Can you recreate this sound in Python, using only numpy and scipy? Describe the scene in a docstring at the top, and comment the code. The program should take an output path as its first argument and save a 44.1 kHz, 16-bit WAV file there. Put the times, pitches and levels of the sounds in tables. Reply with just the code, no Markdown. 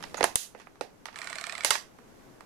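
"""A small cine camera, handled close by on the right in a quiet room.
Its door rubs, squeaks and latches; the claw and gears run for half a second at 18 frames a second;
the mechanism stops with two hard clacks. Blows ring the body, the case and small steel parts.
A short room tail follows each sound, over low microphone noise and hiss."""
import sys
import numpy as np
from scipy import signal
from scipy.fft import rfft, irfft, next_fast_len
from scipy.io import wavfile

SR = 44100
rng = np.random.default_rng(int(sys.argv[2]) if len(sys.argv) > 2 else 0)


def materialize(psi):
    """Save the field psi as 16-bit PCM at rate SR to the path in sys.argv[1].

    A 1-D psi becomes a single channel; in a 2-D psi each row is a channel.
    """
    bounded = np.clip(np.atleast_2d(psi).T, -1, 1)
    quanta = np.round(bounded * 32767).astype(np.int16)
    wavfile.write(sys.argv[1], SR, quanta)


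N = 108045
T = np.arange(N) / SR
AGE = np.arange(SR // 2) / SR  # time since a blow [s]
PAN_DB, CONTACT_SPREAD = -10.5, 0.88  # pan: left minus right

# case modes (frequency [Hz], level [dB], t60 [s])
CASE_MODES = [(950, 0.5, 0.065), (1136, -2.5, 0.04), (1200, 4, 0.022), (1440, -0.5, 0.035),
              (1662, -8, 0.017), (2110, -1.5, 0.005), (2460, -2, 0.03)]
# contact click spectrum (frequency [Hz], gain [dB])
CLICK_SPECTRUM = [(400, -41), (1500, -23.5), (2800, 6), (3700, 6), (4300, 4.5), (5000, 4), (6000, 1),
                  (7000, -3), (9500, -30.5), (15000, -40)]


def snaps(walls, hold_db_per_s=170):
    """Sprung parts hit home and rebound; loud hits overload the microphone with a low thump."""
    # blows (time [s], body [dB], body pitch [ratio], case [dB], click [dB], tick [dB], spring [dB],
    # room [dB], tail hold [s], rebound delay [s], rebound [dB], pan [dB], contact length [ratio])
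    blows = [(0.2403, -18, 1.252, -23.5, -33, -29, -48, -4.5, 0.008, 0.001137, 1.5, -5.5, 1.26),
             (0.3563, -39.5, 0.94, -33, -28, -21, -39, 2.5, 0.082, 0.00089, -13, -2.5, 0.98),
             (1.6468, -30, 1.076, -26, -27.5, -27, -29, 1.5, 0.024, 0.0017, -1.5, -8, 0.53),
             (1.7062, -27.5, 1.392, -24.5, -26.5, -28, -23, 3, 0.045, 0.0011, -2, -6, 0.46),
             (1.7539, -38.5, 1.38, -27, -37, -58, -40, -9, .002, 0.0021, -18, -6.5, 1.05)]
    # spring modes (frequency [Hz], level [dB], t60 [s])
    spring_modes = [(1914, -2, 0.032), (2155, -1.5, 0.08), (3455, -13, 0.11), (4650, 3, .03),
                    (5860, -1.5, 0.02), (6745, -12.5, .012), (7460, 10, 0.012), (10020, -14, .015)]
    # tick spectrum (frequency [Hz], gain [dB])
    tick_spectrum = [(800, -48), (4000, -41), (6500, 2.5), (7700, 3.5), (8700, 2), (9600, 11.5),
                     (11500, -3.5), (13000, -10), (15000, -12.5), (16500, -19)]
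    # extra treble on the left (frequency [Hz], gain [dB])
    left_treble = [(3000, -34), (7000, -12.5), (10000, -2), (14000, -7)]
    # microphone overload thumps (time [s], level [dB], pan [dB])
    thumps = [(0.2315, -46, -8), (0.3556, -36.5, 24.5), (1.707, -52.5, 10.5)]
    out = np.zeros((2, N))
    for (time_s, body_db, pitch, case_db, click_db, tick_db, spring_db,
         room_db, hold_s, rebound_s, rebound_db, pan_db, stretch) in blows:
        shell = thud(body_db, pitch) + ring(CASE_MODES, case_db - 11) + ring(spring_modes, spring_db)
        blow, rebound = (steel(case_db, click_db, tick_db, tick_spectrum, stretch) for _ in range(2))
        contact = blow + amp(rebound_db) * delay(rebound, rebound_s)
        tail_gain = amp(room_db - hold_db_per_s * np.maximum(hold_s - AGE, 0))  # slows the early decay
        tail = tail_gain * echo(shell + amp(4) * blow, walls)
        add(out, time_s, shell * pan(-9.5) + contact[:2] * pan(pan_db) + tail)
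        add(out[:1], time_s, colour(contact[:1], left_treble))
    thump_hz, thump_decay_s = 45, 0.001
    thump = np.sin(2 * np.pi * thump_hz * AGE) * np.exp(-AGE / thump_decay_s)
    for time_s, db, pan_db in thumps:
        add(out, time_s, punch(thump, db) * pan(pan_db))
    return out


def film_drive(walls, start_s=1.158, stop_s=1.645, room_db=-4):
    """The claw pulls and returns once a frame over gritty gears, then drops back and rings the gate."""
    # claw strokes, pull and return in turn (time [s], level [dB])
    strokes = [(1.1585, -4), (1.1878, 0.5), (1.2166, 0), (1.2436, 0), (1.2722, 0.5), (1.2997, 2),
               (1.3283, 0.5), (1.3557, 3), (1.3841, 0.5), (1.4116, 2.5), (1.4400, 2.5), (1.4674, 4),
               (1.4958, 2.5), (1.5236, 3.5), (1.5517, 0), (1.5793, 3), (1.6073, 0.5), (1.6355, 3.5)]
    # pull, return and gate modes (frequency [Hz], level [dB], t60 [s])
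    pull_modes = [(1176, -6.5, 0.029), (1402, -7, 0.048), (1777, 0, 0.026), (2298, 0.5, 0.024),
                  (3500, -25, 0.035), (4080, -8, 0.032), (5350, -13, 0.0088)]
    return_modes = [(1126, -7, 0.026), (1530, -2, .02), (2090, 8, 0.027), (2420, 1, 0.033),
                    (3920, -2, 0.016)]
    gate_modes = [(674.5, 1.5, .06), (1190, -2, 0.034), (1760, -7, .035), (2300, -17, .03)]
    # claw tick and gear spectra (frequency [Hz], gain [dB])
    tick_spectrum = [(4000, -18.5), (6500, -10), (7700, 5), (9000, -3), (10500, -10.5), (12000, -18.5),
                     (13500, -23.5), (15500, -49)]
    gear_spectrum = [(200, -15.5), (500, -5), (700, -2), (900, 1), (1250, 3.5), (2200, -1.5), (3000, -4),
                     (4200, -14), (6500, -13), (8000, -10), (11000, -18.5), (15000, -42.5)]
    claw_detune, gate_detune, scatter_db = 0.041, 0.028, 3
    contact_s, bounce_s, bounce_db = 0.0021, 0.006, -4
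    claw = np.zeros((3, N))
    for k, (time_s, db) in enumerate(strokes):
        returning = k % 2
        ring_db, click_db, tick_db = (-42.5, -47.5, -47) if returning else (-36, -43.5, -49.5)
        modes = [(hz * (1 + rng.normal(0, claw_detune)), mode_db + rng.normal(0, scatter_db), t60_s)
                 for hz, mode_db, t60_s in (return_modes if returning else pull_modes)]
        contact = crack(CLICK_SPECTRUM, contact_s, click_db) + crack(tick_spectrum, contact_s, tick_db)
        add(claw, time_s, amp(db) * (ring(modes, ring_db) + contact))
        if returning:
            gate = ring(gate_modes, db + ring_db + bounce_db, pitch=1 + rng.normal(0, gate_detune))
            add(claw, time_s + bounce_s, gate[None])
    gears = grit(gear_spectrum, db=-46.5, grain_db=4) * ((T > start_s) & (T < stop_s))
    return (claw[:2] + gears) * pan(PAN_DB) + amp(room_db) * echo(claw[2:] + gears, walls)


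def knocks(walls):
    """Fingers and levers knock the body and case."""
    # blows (time [s], body [dB], body pitch [ratio], case [dB], click [dB], tick [dB], room [dB])
    blows = [(.006, -52, 1.25, -49, -58, -74, -12), (0.026, -57, 1.13, -41, -47, -53.5, 5),
             (0.0378, -44.5, 1.03, -36.5, -41, -61, -14.5), (0.1436, -34.5, 1.01, -36, -41, -54, -1),
             (0.1708, -61, 1.5, -41.5, -53, -53, 8.5), (0.1786, -60, 1.2, -36, -53, -51, -15),
             (0.1864, -42, 1.13, -47, -61, -65, 3.5), (0.199, -64, 1.2, -48, -51, -64, -11),
             (0.2081, -21.5, 0.95, -25.5, -37.5, -46, -3.5), (0.2286, -25, 0.915, -28.5, -27.5, -41, -3.5),
             (0.549, -43, 0.95, -47.5, -65, -83, 2.5), (.599, -56.5, 0.63, -47, -59, -75, 4),
             (.617, -62, 1.06, -57.5, -60.5, -65.5, 1), (0.6706, -51, 1.45, -47, -76, -87, -6),
             (0.756, -63, 1.43, -56.5, -70, -84.5, -3.5), (.8100, -28.5, 0.96, -35, -41, -47, -1.5),
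             (1.0559, -44.5, 1.63, -37.5, -42, -49, -2.5), (1.067, -58, 1.16, -55, -53, -61, 0),
             (1.085, -48.5, 1.45, -42, -78, -72, -0.5), (1.128, -69, 1.3, -51, -60, -75, 1),
             (1.143, -64, 1.4, -49, -61, -73, 0), (1.7099, -30.5, 1.56, -27, -27, -32, -1),
             (1.987, -55.5, 1.6, -53.5, -68.5, -71, -4), (2.407, -48, 1.62, -49.5, -58, -61, -3.5)]
    # tick spectrum (frequency [Hz], gain [dB])
    tick_spectrum = [(4000, -20.5), (6500, -10), (7800, 1), (9000, 0.5), (10300, 0.5), (11500, -12),
                     (13500, -18.5), (16000, -33.5)]
    out = np.zeros((2, N))
    for time_s, body_db, pitch, case_db, click_db, tick_db, room_db in blows:
        shell = thud(body_db, pitch) + ring(CASE_MODES, case_db - 9)
        knock = shell + steel(case_db, click_db, tick_db, tick_spectrum)
        add(out, time_s, knock[:2] * pan(-11.5) + amp(room_db) * echo(knock, walls))
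    return out


def thud(db, pitch):
    """The struck body rings, too small to radiate much bass."""
    # body modes (frequency [Hz], level [dB], t60 [s])
    body_modes = [(293, -18, 0.062), (405, -9.5, 0.02), (553, 1, 0.023), (616, 5.5, 0.0087),
                  (811, 3.5, 0.0079)]
    # bass roll-off (frequency [Hz], gain [dB])
    bass_rolloff = [(80, -19.5), (180, -7.5), (320, -3.5)]
    return punch(colour(ring(body_modes, 0, pitch), bass_rolloff), db)


def steel(case_db, click_db, tick_db, tick_spectrum, stretch=1):
    """Contact noise of one blow: case clatter, click and bright tick."""
    # case clatter spectrum (frequency [Hz], gain [dB])
    clatter_spectrum = [(100, -34), (300, -18.5), (900, 1.5), (2000, 3.5), (2800, -7), (4500, -26.5),
                        (12000, -44.5)]
    clatter = crack(clatter_spectrum, decay_s=0.0039 * stretch, db=case_db - 2)
    click = crack(CLICK_SPECTRUM, decay_s=0.0022 * stretch, db=click_db)
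    tick = crack(tick_spectrum, decay_s=0.0015 * stretch, db=tick_db)
    return clatter + click + tick


def ring(modes, db, pitch=1):
    """Damped modes set off by one blow, neighbours in opposite phase."""
    partials = ((-1) ** k * amp(mode_db) * np.sin(2 * np.pi * hz * pitch * AGE) * decay(t60_s)
                for k, (hz, mode_db, t60_s) in enumerate(modes))
    return punch(sum(partials), db)


def crack(spectrum, decay_s, db, attack_s=0.00012):
    """Dense, quickly damped contact ringing. Rows: left, right, smooth feed to the room."""
    envelope = (1 - np.exp(-AGE / attack_s)) * np.exp(-AGE / decay_s)
    burst = noise(len(AGE), CONTACT_SPREAD) * envelope
    impulse = AGE == 0
    return punch(colour(np.vstack([burst, impulse]), spectrum), db)


def rubbing(walls, room_db=-9):
    """Grainy friction of fingers and door, with two thin squeaks."""
    # rubs (start [s], length [s], level [dB])
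    rubs = [(0, .14, -56.5), (0.164, 0.18, -52.5), (0.24, .006, -27.5), (0.57, 0.052, -57.5),
            (0.657, 0.022, -65), (1.118, 0.044, -61)]
    # friction spectrum (frequency [Hz], gain [dB])
    rub_spectrum = [(150, 1), (500, -3.5), (1200, -3.5), (2500, -1), (6000, -10), (11000, -12),
                    (16000, -37.5)]
    # door squeaks (start [s], length [s], frequency [Hz], level [dB])
    squeaks = [(.170, 0.00973, 6700, -40.5), (0.181, 0.01, 6560, -41.5)]
    envelope = sum(amp(db) * swell(start_s, length_s) for start_s, length_s, db in rubs)
    out = grit(rub_spectrum, db=0, grain_db=3.5) * envelope
    for start_s, length_s, hz, db in squeaks:
        band = [(hz * 0.8, -45), (hz * 0.95, -5), (hz, 0), (hz * 1.05, -5), (hz * 1.2, -45)]
        out += level(colour(rng.standard_normal(N), band), db) * swell(start_s, length_s)
    return out * pan(PAN_DB) + amp(room_db) * echo(out, walls)


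def grit(spectrum, db, grain_db, grain_samples=64):
    """Coloured noise in grains of uneven level."""
    grains = np.repeat(rng.standard_normal(N // grain_samples + 1), grain_samples)[:N]
    return level(colour(noise(N, CONTACT_SPREAD) * amp(grain_db * grains), spectrum), db)


def room(wall_s=0.011, wall_db=-12, onset_s=0.0033, crossover_hz=4000):
    """Small-room response: one near wall and a diffuse tail whose treble dies slightly sooner."""
    # room colour (frequency [Hz], gain [dB])
    room_spectrum = [(100, -15.5), (300, -12), (600, -7), (1000, -6), (2000, -5), (4000, -0.5), (6500, -1),
                     (10000, -7), (13000, 4.5), (16000, -13.5)]
    wash = noise(len(AGE), spread=0.91)
    low = signal.sosfiltfilt(signal.butter(2, crossover_hz, fs=SR, output="sos"), wash)
    onset = 1 - np.exp(-(AGE / onset_s) ** 2)
    tail = (low * decay(t60_s=0.23) + (wash - low) * decay(t60_s=0.22)) * onset
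    tail = level(tail, 0) / np.sqrt(len(AGE))  # unit energy
    tail[:, int(wall_s * SR)] += amp(wall_db)
    return colour(tail, room_spectrum) * pan(PAN_DB)


def echo(x, walls):
    """The room's return of the last row of x."""
    return signal.fftconvolve(x[-1:], walls, axes=1)[:, :x.shape[-1]]


def background():
    """Low microphone noise and hiss; the level dips at the latch and creeps back."""
    # low noise and hiss spectra (frequency [Hz], gain [dB])
    low_noise_spectrum = [(25, -3), (50, -5), (90, -4.5), (200, 0.5), (400, -2), (800, -8.5), (1600, -14),
                          (3000, -27.5), (8000, -65)]
    hiss_spectrum = [(500, -14), (2000, 1.5), (4000, -1.5), (6400, -1), (9000, -6), (13000, -5.5),
                     (14500, -24.5), (16000, -19)]
    # level contour (time [s], gain [dB])
    contour = [(0, 6.5), (.23, 7.5), (.33, 4), (.39, -6), (.48, -2), (1, -1), (1.9, 0.5), (2.25, 3),
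               (2.45, 1)]
    low_noise = level(colour(noise(N, spread=0.94), low_noise_spectrum), db=-56.5) * pan(2)
    hiss = level(colour(noise(N, spread=1), hiss_spectrum), db=-67) * pan(-6)
    return (low_noise + hiss) * amp(np.interp(T, *np.array(contour).T))


def amp(db):
    """Decibels to gain."""
    return 10 ** (np.asarray(db) / 20)


def pan(db):
    """Constant-power gains, left minus right in dB."""
    gains = amp([[db / 2], [-db / 2]])
    return gains / np.sqrt(np.mean(gains ** 2))


def decay(t60_s):
    """Exponential fall, 60 dB in t60_s."""
    return np.exp(-np.log(1000) * AGE / t60_s)


def swell(start_s, length_s):
    """Rounded rise and fall."""
    progress = np.clip((T - start_s) / length_s, 0, 1)
    return np.sqrt(np.abs(np.sin(np.pi * progress)))


def colour(x, spectrum):
    """Minimum-phase filter through (frequency [Hz], gain [dB]) points."""
    size = next_fast_len(2 * x.shape[-1])
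    size += size % 2
    hz, db = np.array(spectrum, float).T
    bin_hz = np.fft.rfftfreq(size, 1 / SR)
    log_gain = np.interp(np.log(bin_hz + 1), np.log(hz), db) * np.log(10) / 20
    cepstrum = irfft(log_gain)[:size // 2]
    cepstrum[1:] *= 2
    return irfft(rfft(x, size) * np.exp(rfft(cepstrum, size)))[..., :x.shape[-1]]


def noise(size, spread):
    """Stereo noise, identical at spread 0, independent at 1."""
    shared = rng.standard_normal(size)
    return np.sqrt(1 - spread ** 2) * shared + spread * rng.standard_normal((2, size))


def level(x, db):
    """Set the rms."""
    return amp(db) * x / np.sqrt(np.mean(x ** 2, axis=-1, keepdims=True))


def punch(x, db, window_s=0.008):
    """Set a short sound's level, as its energy spread over window_s."""
    return amp(db) * x / np.sqrt(np.sum(x ** 2, axis=-1, keepdims=True) / (window_s * SR))


def delay(x, delay_s):
    """Delay x, keeping its length."""
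    return np.pad(x, ((0, 0), (int(delay_s * SR), 0)))[:, :x.shape[-1]]


def add(out, time_s, x):
    """Mix x in at time_s."""
    start = int(time_s * SR)
    out[:, start:start + x.shape[-1]] += x[:, :N - start]


def scene():
    """All parts of the camera in one room."""
    walls = room()
    return knocks(walls) + snaps(walls) + film_drive(walls) + rubbing(walls) + background()


def record(dry, cutoff_hz=16500):
    """Clip at full scale, then low-pass."""
    lowpass = signal.ellip(8, 0.2, 80, cutoff_hz, fs=SR, output="sos")
    return signal.sosfilt(lowpass, np.clip(dry, -1, 1))


dry = scene()
out = record(dry)
materialize(out)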